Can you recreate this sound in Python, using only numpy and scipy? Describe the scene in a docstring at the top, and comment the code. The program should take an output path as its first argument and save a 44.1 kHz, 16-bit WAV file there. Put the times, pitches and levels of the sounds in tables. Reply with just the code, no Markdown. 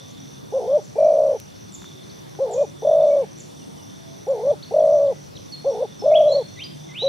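"""A low field murmur, a faint hum and crickets, all shaped noise, last throughout; far birds chip, chirp and
pipe as gliding sines from the first moments. At half a second a dove close by begins two-part phrases, a
dipping short coo and a long rolling one: a throbbing tone and breath through a crop resonance. Twigs and grass
tick as short noise bursts between 1.4 and 2.4 s; from 5.5 s a songbird whistles across the field."""
import sys
import numpy as np
from scipy import signal
from scipy.io import wavfile

SR = 44100
rng = np.random.default_rng(int(sys.argv[2]) if len(sys.argv) > 2 else 0)


def file_out(sig):
    """Save sig as 16-bit WAV at sys.argv[1]."""
    # one column per channel
    cols = np.atleast_2d(sig).T
    # limit, then scale
    lim = np.clip(cols, -1, 1)
    pcm = np.round(lim * 32767).astype(np.int16)
    wavfile.write(sys.argv[1], SR, pcm)


def ratio(d):
    """dB to gain"""
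    e = np.asarray(d, float) / 20
    return 10 ** e


N = 312228
T = np.arange(N) / SR


def rms_one(x):
    """Normalization: scales to rms 1."""
    return x / np.sqrt(np.mean(x ** 2) + 1e-20)


def curve(rows):
    """Linear interpolation: a (time_s, value) table at every sample."""
    return np.interp(T, *np.transpose(rows))


def resonate(x, hz, width_hz):
    """Resonance: a two-pole filter with gain 1 at its peak."""
    r = np.exp(-np.pi * width_hz / SR)
    poles = [1, -2 * r * np.cos(2 * np.pi * hz / SR), r * r]
    return signal.lfilter(np.array([1, 0, -1]) * (1 - r * r) / 2, poles, x)


def drift(rate_hz):
    """Random modulation: low-passed noise of spread 1, made at every 40th sample."""
    r = np.exp(-80 * np.pi * rate_hz / SR)
    white = rng.standard_normal(N // 40 + 2002)
    slow = signal.lfilter([1], [1, -2 * r, r * r], white)[2000:]
    return np.interp(np.arange(N) / 40, np.arange(len(slow)), rms_one(slow))


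def glide(out, rows):
    """Frequency modulation: adds a sine along (time_s, pitch_hz, level_db) rows, its ends rounded."""
    s, hz, db = np.transpose(rows)
    span = slice(round(s[0] * SR), round(s[-1] * SR))
    t = T[span]
    ends = np.clip(np.minimum(t - s[0], s[-1] - t) / 0.0012, 0, 1)
    phase = 2 * np.pi * np.cumsum(np.interp(t, s, hz)) / SR
    out[span] += ends * ratio(np.interp(t, s, db)) * np.sin(phase)


# Spectrum of the field murmur, relative: frequency_hz, density_db
FIELD_SPECTRUM = [(18, -55), (30, -38), (114, -1), (152, -4.5), (299, -3.5), (399, -8), (920, -15),
                  (1510, -22.5), (2980, -27.5), (3490, -25.5), (4780, -31), (5890, -23.5), (6710, -34),
                  (9420, -31.5), (15500, -43)]
# Correlation of left and right, from -1 to 1: frequency_hz, likeness
FIELD_LIKENESS = [(60, -0.1), (130, 0.048), (290, -0.83), (640, -0.75), (1400, -0.59), (3100, 0.21),
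                  (6800, 0.46), (15000, -0.064)]
FIELD_DB = -41


def field(patchy_db):
    """Diffuse sound: drifting third-octave noise bands, each with its own left-right correlation."""
    out = 0
    edges = 30 * 2 ** (np.arange(28) / 3)
    white = rng.standard_normal((2, 2, N))
    for k, (low, high) in enumerate(zip(edges, edges[1:])):
        band = signal.butter(2, [low, high], "band", fs=SR, output="sos")
        mid, side = signal.sosfilt(band, white[k % 2])
        log_hz = np.log(low * high) / 2
        level_db, alike = (np.interp(log_hz, np.log(np.array(p)[:, 0]), np.array(p)[:, 1])
                           for p in (FIELD_SPECTRUM, FIELD_LIKENESS))
        alike = np.clip(alike, -1, 1)
        patches_db = patchy_db * min(1, 600 / high) ** 0.14 * drift(3.7)   # strongest in the lows
        stereo = np.sqrt(1 + alike) * mid + np.sqrt(1 - alike) * side * [[1], [-1]]
        out = out + ratio(level_db + patches_db) * stereo
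    return ratio(FIELD_DB) * rms_one(out)


HUM_DB, HUM_SWELL_DB_PER_S = -53.5, 0.89
# Random waver of the hum: spread_db, rate_hz
HUM_WAVER = [1.5, 1.5]


def hum():
    """Narrow-band noise: a faint wavering, slowly swelling low hum with a weaker steady neighbour."""
    noise = rng.standard_normal((2, N))
    waver_db = HUM_WAVER[0] * drift(HUM_WAVER[1])
    main = ratio(HUM_DB + HUM_SWELL_DB_PER_S * T + waver_db) * rms_one(resonate(noise[0], 148.7, 5.6))
    return main + ratio(-56.5) * rms_one(resonate(noise[1], 188, 6.6))


def chirping(count_rows, depth_db):
    """Amplitude gating, in dB: loud for some seven tenths of each chirp period, then a rest."""
    wave = np.cos(2 * np.pi * curve(count_rows))
    return depth_db * (np.tanh(6.0 * (wave + 0.61)) - 1) / 2


def cricket(level_db, bands, per_s, sharp):
    """Stridulation: wing strokes gate noise in narrow resonances (centre_hz, width_hz, level_db)."""
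    strokes = np.cumsum(per_s * (1 + 0.02 * drift(1.8))) / SR
    noise = rng.standard_normal(N)
    buzz = sum(ratio(db) * rms_one(resonate(resonate(noise, hz, width_hz), hz, width_hz))
               for hz, width_hz, db in bands)
    gated = buzz * np.abs(np.sin(np.pi * strokes)) ** sharp
    return ratio(level_db + 1.5 * drift(4.2)) * rms_one(gated)


# High cricket that drifts in pace: time_s, chirps_so_far
HISSING_CRICKET = [(.03, 0), (.6, 2), (1.38, 5), (2.36, 9), (5.71, 22), (6.57, 25), (7.09, 27)]
# High cricket of steady pace: time_s, chirps_so_far
RATTLING_CRICKET = [(.03, 0), (7.09, 30)]
# Loudness course of the low cricket, relative: time_s, level_db
LOW_CRICKET = [(0, -55), (.5, -60), (1.2, -74.5), (1.63, -63), (1.87, -55.5), (2.45, -65), (2.92, -55),
               (3.3, -66), (3.96, -58), (4.3, -65.5), (5.4, -66), (5.75, -57), (7.08, -59)]


def crickets():
    """Superposition: two chirping crickets, a low one that comes and goes, and a continuous one."""
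    hissing_bands = [(6064, 300, -3.5), (5960, 190, -6.0), (5480, 190, -7.0)]
    out = cricket(-55 + chirping(HISSING_CRICKET, 20), hissing_bands, 94, sharp=0.58)
    out += cricket(-57 + chirping(RATTLING_CRICKET, 11.0), [(5820, 290, 0)], 42, sharp=1.5)
    out += cricket(curve(LOW_CRICKET) + 3, [(3533, 250, 0)], 30.5, sharp=0.45)
    out += cricket(-63.5, [(4300, 610, 0)], 50, sharp=0.18)
    return out


TREES_T60_S = 0.46


def trees(x, alike):
    """Reverberation: trunks and leaves scatter dying noise after a gap, partly shared by both ears."""
    t = T[:SR]
    decay = ratio(-60 * t / TREES_T60_S) * (t > 0.012)
    shared, left, right = rng.standard_normal((3, SR)) * decay
    tails = alike * shared + (1 - alike) * np.array([left, right])
    tails /= np.sqrt(np.sum(tails ** 2) / 2)
    return signal.fftconvolve(x[None], tails, axes=1)[:, :N]


# Falling chirps far off, relative levels: start_s, length_s, from_hz, to_hz, peak_db
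CHIRPS = [(2.015, 0.03, 4400, 4030, -55), (3.587, .05, 3190, 2700, -55), (3.767, .054, 3170, 2820, -55),
          (4.208, 0.029, 4000, 3600, -56), (4.498, .018, 3830, 3040, -46.5),
          (4.792, 0.02, 3670, 3170, -46.5), (5.065, 0.018, 4100, 2950, -44.5),
          (5.351, 0.0096, 3950, 3790, -50.5), (5.362, .017, 4595, 2780, -39),
          (6.574, .04, 4040, 3340, -47.5), (6.888, .03, 3910, 3220, -52)]
# Arched chirps, relative levels: start_s, top_hz, peak_db
ARCHES = [(2.092, 4590, -45), (4.624, 4500, -37)]
ARCH_S, ARCH_DROP = 0.025, 0.32   # length; share by which the feet lie lower


def chirps(out):
    """Frequency sweep: sines that fall or arch in pitch, loudest midway."""
    u = np.linspace(-1, 1, num=9)
    way = (u + 1) / 2
    for s, length, from_hz, to_hz, db in CHIRPS:
        glide(out, np.transpose([s + length * way, from_hz + (to_hz - from_hz) * way, db - 7.2 * u ** 2]))
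    for s, hz, db in ARCHES:
        glide(out, np.transpose([s + ARCH_S * way, hz * (1 - ARCH_DROP * u ** 2), db - 8.3 * u ** 2]))


# Soft level notes far off, relative levels: start_s, length_s, pitch_hz, peak_db
NOTES = [(0, 0.23, 1160, -57), (0.475, 0.17, 2840, -63.5), (0.607, 0.22, 3240, -64.5),
         (0.943, 0.18, 2370, -58), (1.824, 0.42, 371.4, -52), (2.552, 0.11, 2446, -56),
         (3.103, 0.072, 2268, -54.5), (3.864, 0.088, 3130, -58.5), (3.969, 0.22, 660, -55),
         (5.077, 0.23, 1980, -63), (5.698, 0.026, 5620, -45)]


def notes(out):
    """Pure tone: steady sines that swell in and fade."""
    for s, length, hz, db in NOTES:
        glide(out, [(s, hz, db - 10.0), (s + 0.17 * length, hz, db),
                    (s + 0.7 * length, hz, db), (s + length, hz, db - 16.5)])


# High chip calls, relative levels: time_s, peak_db
CHIPS = [(0.0912, -50), (0.835, -44), (1.731, -33), (2.5193, -35), (3.3858, -42), (4.289, -47.5),
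         (6.306, -44.5)]


def chips(out):
    """Transients: three quick ticks, then a falling slur."""
    for s, db in CHIPS:
        for k in range(3):
            start = s - 0.009 + 0.0084 * k
            glide(out, [(start, 6600, db - 13), (start + 0.0026, 7700 - 250 * k, db - 3),
                        (start + 0.0041, 7500 - 250 * k, db - 22.5)])
        glide(out, [(s + 0.012, 7350, db - 10.0), (s + 0.018, 7250, db),
                    (s + 0.024, 6450, db - 2.5), (s + 0.035, 6200, db - 18.5)])


# Rising whistles, relative levels: start_s, hook_length_s, low_hz, top_hz, top_level_db
RISES = [(6.11, .025, 2120, 3300, -28.5), (6.561, .027, 1972, 3050, -33), (6.889, 0.049, 2030, 2810, -33)]
SWEEP_S, HOOK_DB = 0.028, -13.5   # hook level is relative to the top
# Held whistles, relative levels: start_s, length_s, from_hz, slid_to_hz, ending_hz, level_db
HELD = [(5.521, .065, 4480, 4300, 4274, -36.5), (5.994, .035, 5480, 5310, 5270, -36.5),
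        (6.156, .033, 3200, 3357, 3353, -24.5), (6.281, 0.069, 3990, 4010, 3990, -37.5),
        (6.311, 0.069, 4080, 4270, 4348, -29.5), (6.617, .016, 3020, 3097, 3196, -28.5),
        (6.633, 0.037, 3220, 4906, 4810, -29.5), (6.96, .018, 2640, 2820, 2964, -32),
        (6.976, .077, 2922, 3734, 3994, -22), (7.047, 0.049, 3840, 3900, 3964, -30)]
SLIDE_SHARE = 0.25   # share of the note spent on the opening slide


def songbird(out):
    """Portamento: sines sweep up from a low hook, or slide into a held pitch."""
    for s, hook, low_hz, top_hz, db in RISES:
        low_db = db + HOOK_DB
        glide(out, [(s, 1.07 * low_hz, low_db - 4.5), (s + 0.012, low_hz, low_db),
                    (s + hook, 1.015 * low_hz, low_db), (s + hook + SWEEP_S, top_hz, db)])
    for s, length, from_hz, slid_hz, hz, db in HELD:
        glide(out, [(s, from_hz, db - 7), (s + SLIDE_SHARE * length, slid_hz, db - 2.5),
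                    (s + 0.72 * length, hz, db), (s + length, hz, db - 17)])


def far_birds():
    """Amplitude modulation: all far birds share one rapid random flicker of level."""
    out = np.zeros(N)
    for sing in (chirps, notes, chips, songbird):
        sing(out)
    return out * ratio(3.2 * drift(31))


# Twigs and grass tick, relative levels: start_s, peak_db, length_s, centre_hz, width_hz
TICKS = [(1.4, -33, 0.0014, 4887, 8530), (1.82, -40, 0.00092, 1000, 600), (1.843, -36, 0.00068, 1360, 906),
         (2.351, -43, .001, 1300, 894)]


def ticks():
    """Impulse excitation: a brief crackle through one broad resonance."""
    out = np.zeros(N)
    for s, db, length, hz, width_hz in TICKS:
        click = resonate(rng.standard_normal(400) * (T[:400] < length), hz, width_hz)
        out[round(s * SR):][:400] += ratio(db) * click / np.abs(click).max()
    return out


REST_HZ = 378   # pitch to which each coo falls at its end
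UNEVEN_HZ, UNEVEN_PACE = 25, 0.13   # throb-to-throb spread at raggedness 1: pitch, share of speed


def throbbing(t, hz, sag, per_s, first_s, ragged, close):
    """Relaxation: the syrinx goes slack once a throb, unevenly; gives pitch and slackening of one coo."""
    chance = rng.standard_normal((3, 40))
    pace = 1 + ragged * UNEVEN_PACE * np.interp(t * 60, np.arange(40), chance[0])
    place = np.cumsum(per_s * pace) / SR   # throbs counted so far
    place += 2 - np.interp(first_s, t, place)   # a whole number is a throb top
    depth = sag * np.exp(ragged * chance[1, place.astype(int)] - ragged ** 2)   # ragged: slurs many throbs
    slack = np.clip(depth, 0, 1) * np.abs(np.sin(np.pi * (place % 1) ** 0.9)) ** 3.2
    hz = hz + ragged * UNEVEN_HZ * np.interp(place, np.arange(40), chance[2])
    closing = np.clip(1 - (t[-1] - t) / close[0], 0, 1) ** close[1]
    return hz + (REST_HZ - hz) * closing, slack


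# Short coo, two swells with a dip between, at pace 1 and before throbs: time_s, pitch_hz, slackening (0-1)
SHORT_SHAPE = [(0, 381.3, 0.2), (0.017, 515, 0.03), (.035, 551.3, 0), (.052, 549.3, 0.02),
               (.08, 483.4, .24), (.1, 448.4, .32), (.13, 455.5, .38), (.147, 458, .2), (.175, 542.7, .12),
               (.205, 580, .07), (0.233, 591.4, .0)]
# Short coos: start_s, length_s, shape_pace, first_throb_top_s (after the start), slackening_share
SHORT_COOS = [(.522, 0.28, 1.01, 0.0039, 0.96), (2.387, 0.27, 0.96, 0.0012, 1.08),
              (4.267, 0.28, 0.96, 0.00089, 0.97), (5.643, 0.22, 1.0, .012, .9),
              (7.019, .275, 0.89, 0.006, 0.89)]
SHORT_THROBS_PER_S, SHORT_RAGGED = 58, 0.33   # mean throb rate; raggedness
SHORT_CLOSE = (0.032, 0.54)   # closing fall: length_s, curve (under 1 = sudden)


def short_coos():
    """Pitch contour: each short coo as (start s, own time s, pitch Hz, slackening)."""
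    s, hz, sag = np.transpose(SHORT_SHAPE)
    for start, length, pace, first_s, share in SHORT_COOS:
        t = T[:round(length * SR)]
        pitch_hz = np.interp(t * pace, s, hz)
        slackening = share * np.interp(t * pace, s, sag)
        yield start, t, *throbbing(t, pitch_hz, slackening, SHORT_THROBS_PER_S, first_s,
                                   SHORT_RAGGED, SHORT_CLOSE)


# Long coo, a leap and a slow sinking, before throbs: time_s, pitch_hz, slackening (0-1), throbs_per_s
LONG_SHAPE = [(0, 395, .15, 27), (.011, 456.8, .24, 53), (.034, 597, .28, 41.7), (0.082, 641, .3, 48),
              (.16, 626, .26, 57), (.29, 600, .2, 70), (.36, 572.4, .14, 53.3), (.43, 533, 0.15, 60)]
# Long coos: start_s, length_s, first_throb_top_s (after the start), raggedness (0-1), end_slackening_share
LONG_COOS = [(0.954, 0.42, 0.034, 0.35, 1.5), (2.82, 0.43, .033, .4, .25), (4.708, .428, .037, .35, .25),
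             (6.02, 0.41, 0.024, 0.76, .8)]
RAGGED_THROBS_PER_S = 62   # a very ragged coo tends to this rate, losing its slow opening roll
LONG_CLOSE = (0.043, 1.564)   # closing fall: length_s, curve (under 1 = sudden)


def long_coos():
    """Pitch contour: each long coo as (start s, own time s, pitch Hz, slackening)."""
    s, *shape = np.transpose(LONG_SHAPE)
    for start, length, first_s, ragged, left in LONG_COOS:
        t = T[:round(length * SR)]
        hz, sag, per_s = (np.interp(t, s, column) for column in shape)
        per_s += np.clip(ragged, 0, 1) ** 2 * (RAGGED_THROBS_PER_S - per_s)
        slackening = sag * (1 + (left - 1) * (t / length) ** 2)
        yield start, t, *throbbing(t, hz, slackening, per_s, first_s, ragged, LONG_CLOSE)


SLACK_HZ, PITCH_SAG = 270, 1.6   # pitch that slackening pulls towards; steepness of the pull
STRENGTH_SAG_DB, SLACK_OCTAVE_DB = -10, 7.0   # at full slackening: all of the voice; octave against the rest
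VOICE_DB, OCTAVE_DB, BREATH_DB = -9.5, -17, -5.5   # relative levels
CROP_HZ, CROP_WIDTH_HZ, BEAK_CUT_HZ, FEATHER_CUT_HZ = 651.6, 136.5, 670, 1290
NECK_HZ, NECK_WIDTH_HZ, NECK_DB = 860, 300, -25   # the stretched neck lends the octave a weaker resonance


def dove():
    """Source and filter: the syrinx throbs in pitch and strength; the swollen crop passes its resonance."""
    source = np.zeros(N + SR)
    for start, t, top_hz, slack in [*short_coos(), *long_coos()]:
        hz = top_hz - (top_hz - SLACK_HZ) * np.tanh(PITCH_SAG * slack)
        phase = 2 * np.pi * np.cumsum(hz) / SR
        gate = np.clip(np.minimum(t / 0.0023, (t[-1] - t) / 0.0095), 0, 1)
        breath = ratio(BREATH_DB) * rng.standard_normal(len(t))
        tone = (hz / CROP_HZ) ** 2.75 * (np.sin(phase) + breath)   # the lower, the weaker the swing
        tone += ratio(OCTAVE_DB + SLACK_OCTAVE_DB * slack) * np.sin(2 * phase + 1.6)
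        source[round(start * SR):][:len(t)] = gate * ratio(STRENGTH_SAG_DB * slack) * tone
    source = source[:N] + 1e-18
    cut = np.vstack([signal.butter(2, hz, fs=SR, output="sos") for hz in (BEAK_CUT_HZ, FEATHER_CUT_HZ)])
    crop = signal.sosfilt(cut, resonate(source, CROP_HZ, CROP_WIDTH_HZ))
    neck = resonate(resonate(source, NECK_HZ, NECK_WIDTH_HZ), NECK_HZ, NECK_WIDTH_HZ)
    return ratio(VOICE_DB) * (crop + ratio(NECK_DB) * neck)


def scene():
    """Superposition: near dove almost dry, far birds reverberant, insects and field behind."""
    near, far = dove() + ticks(), far_birds()
    late = np.roll(near, 3)   # a later, weaker right side sets dove and ticks a little to the left
    direct = np.array([near * ratio(7.0), (near + 0.37 * (late - near)) * ratio(6.5)])
    birds = direct + far * ratio([[-0.4], [0.4]])
    echo = ratio(-30.5) * np.roll(near, round(0.035 * SR))   # off the bushes behind the dove
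    scattered = trees(ratio(-23.0) * near + ratio(-4.5) * far, alike=0.6)
    insects = crickets() * ratio([[-0.5], [0.5]])
    return birds + echo + scattered + insects + hum() + field(patchy_db=2.0)


def band_limit(x):
    """A steep low-pass at the top of the band."""
    return signal.sosfilt(signal.butter(12, 15630, fs=SR, output="sos"), x)


def record(dry):
    """Low-pass filtering: the finished mix loses its treble above about 15.6 kHz."""
    return band_limit(dry)


dry = scene()
out = record(dry)
file_out(out)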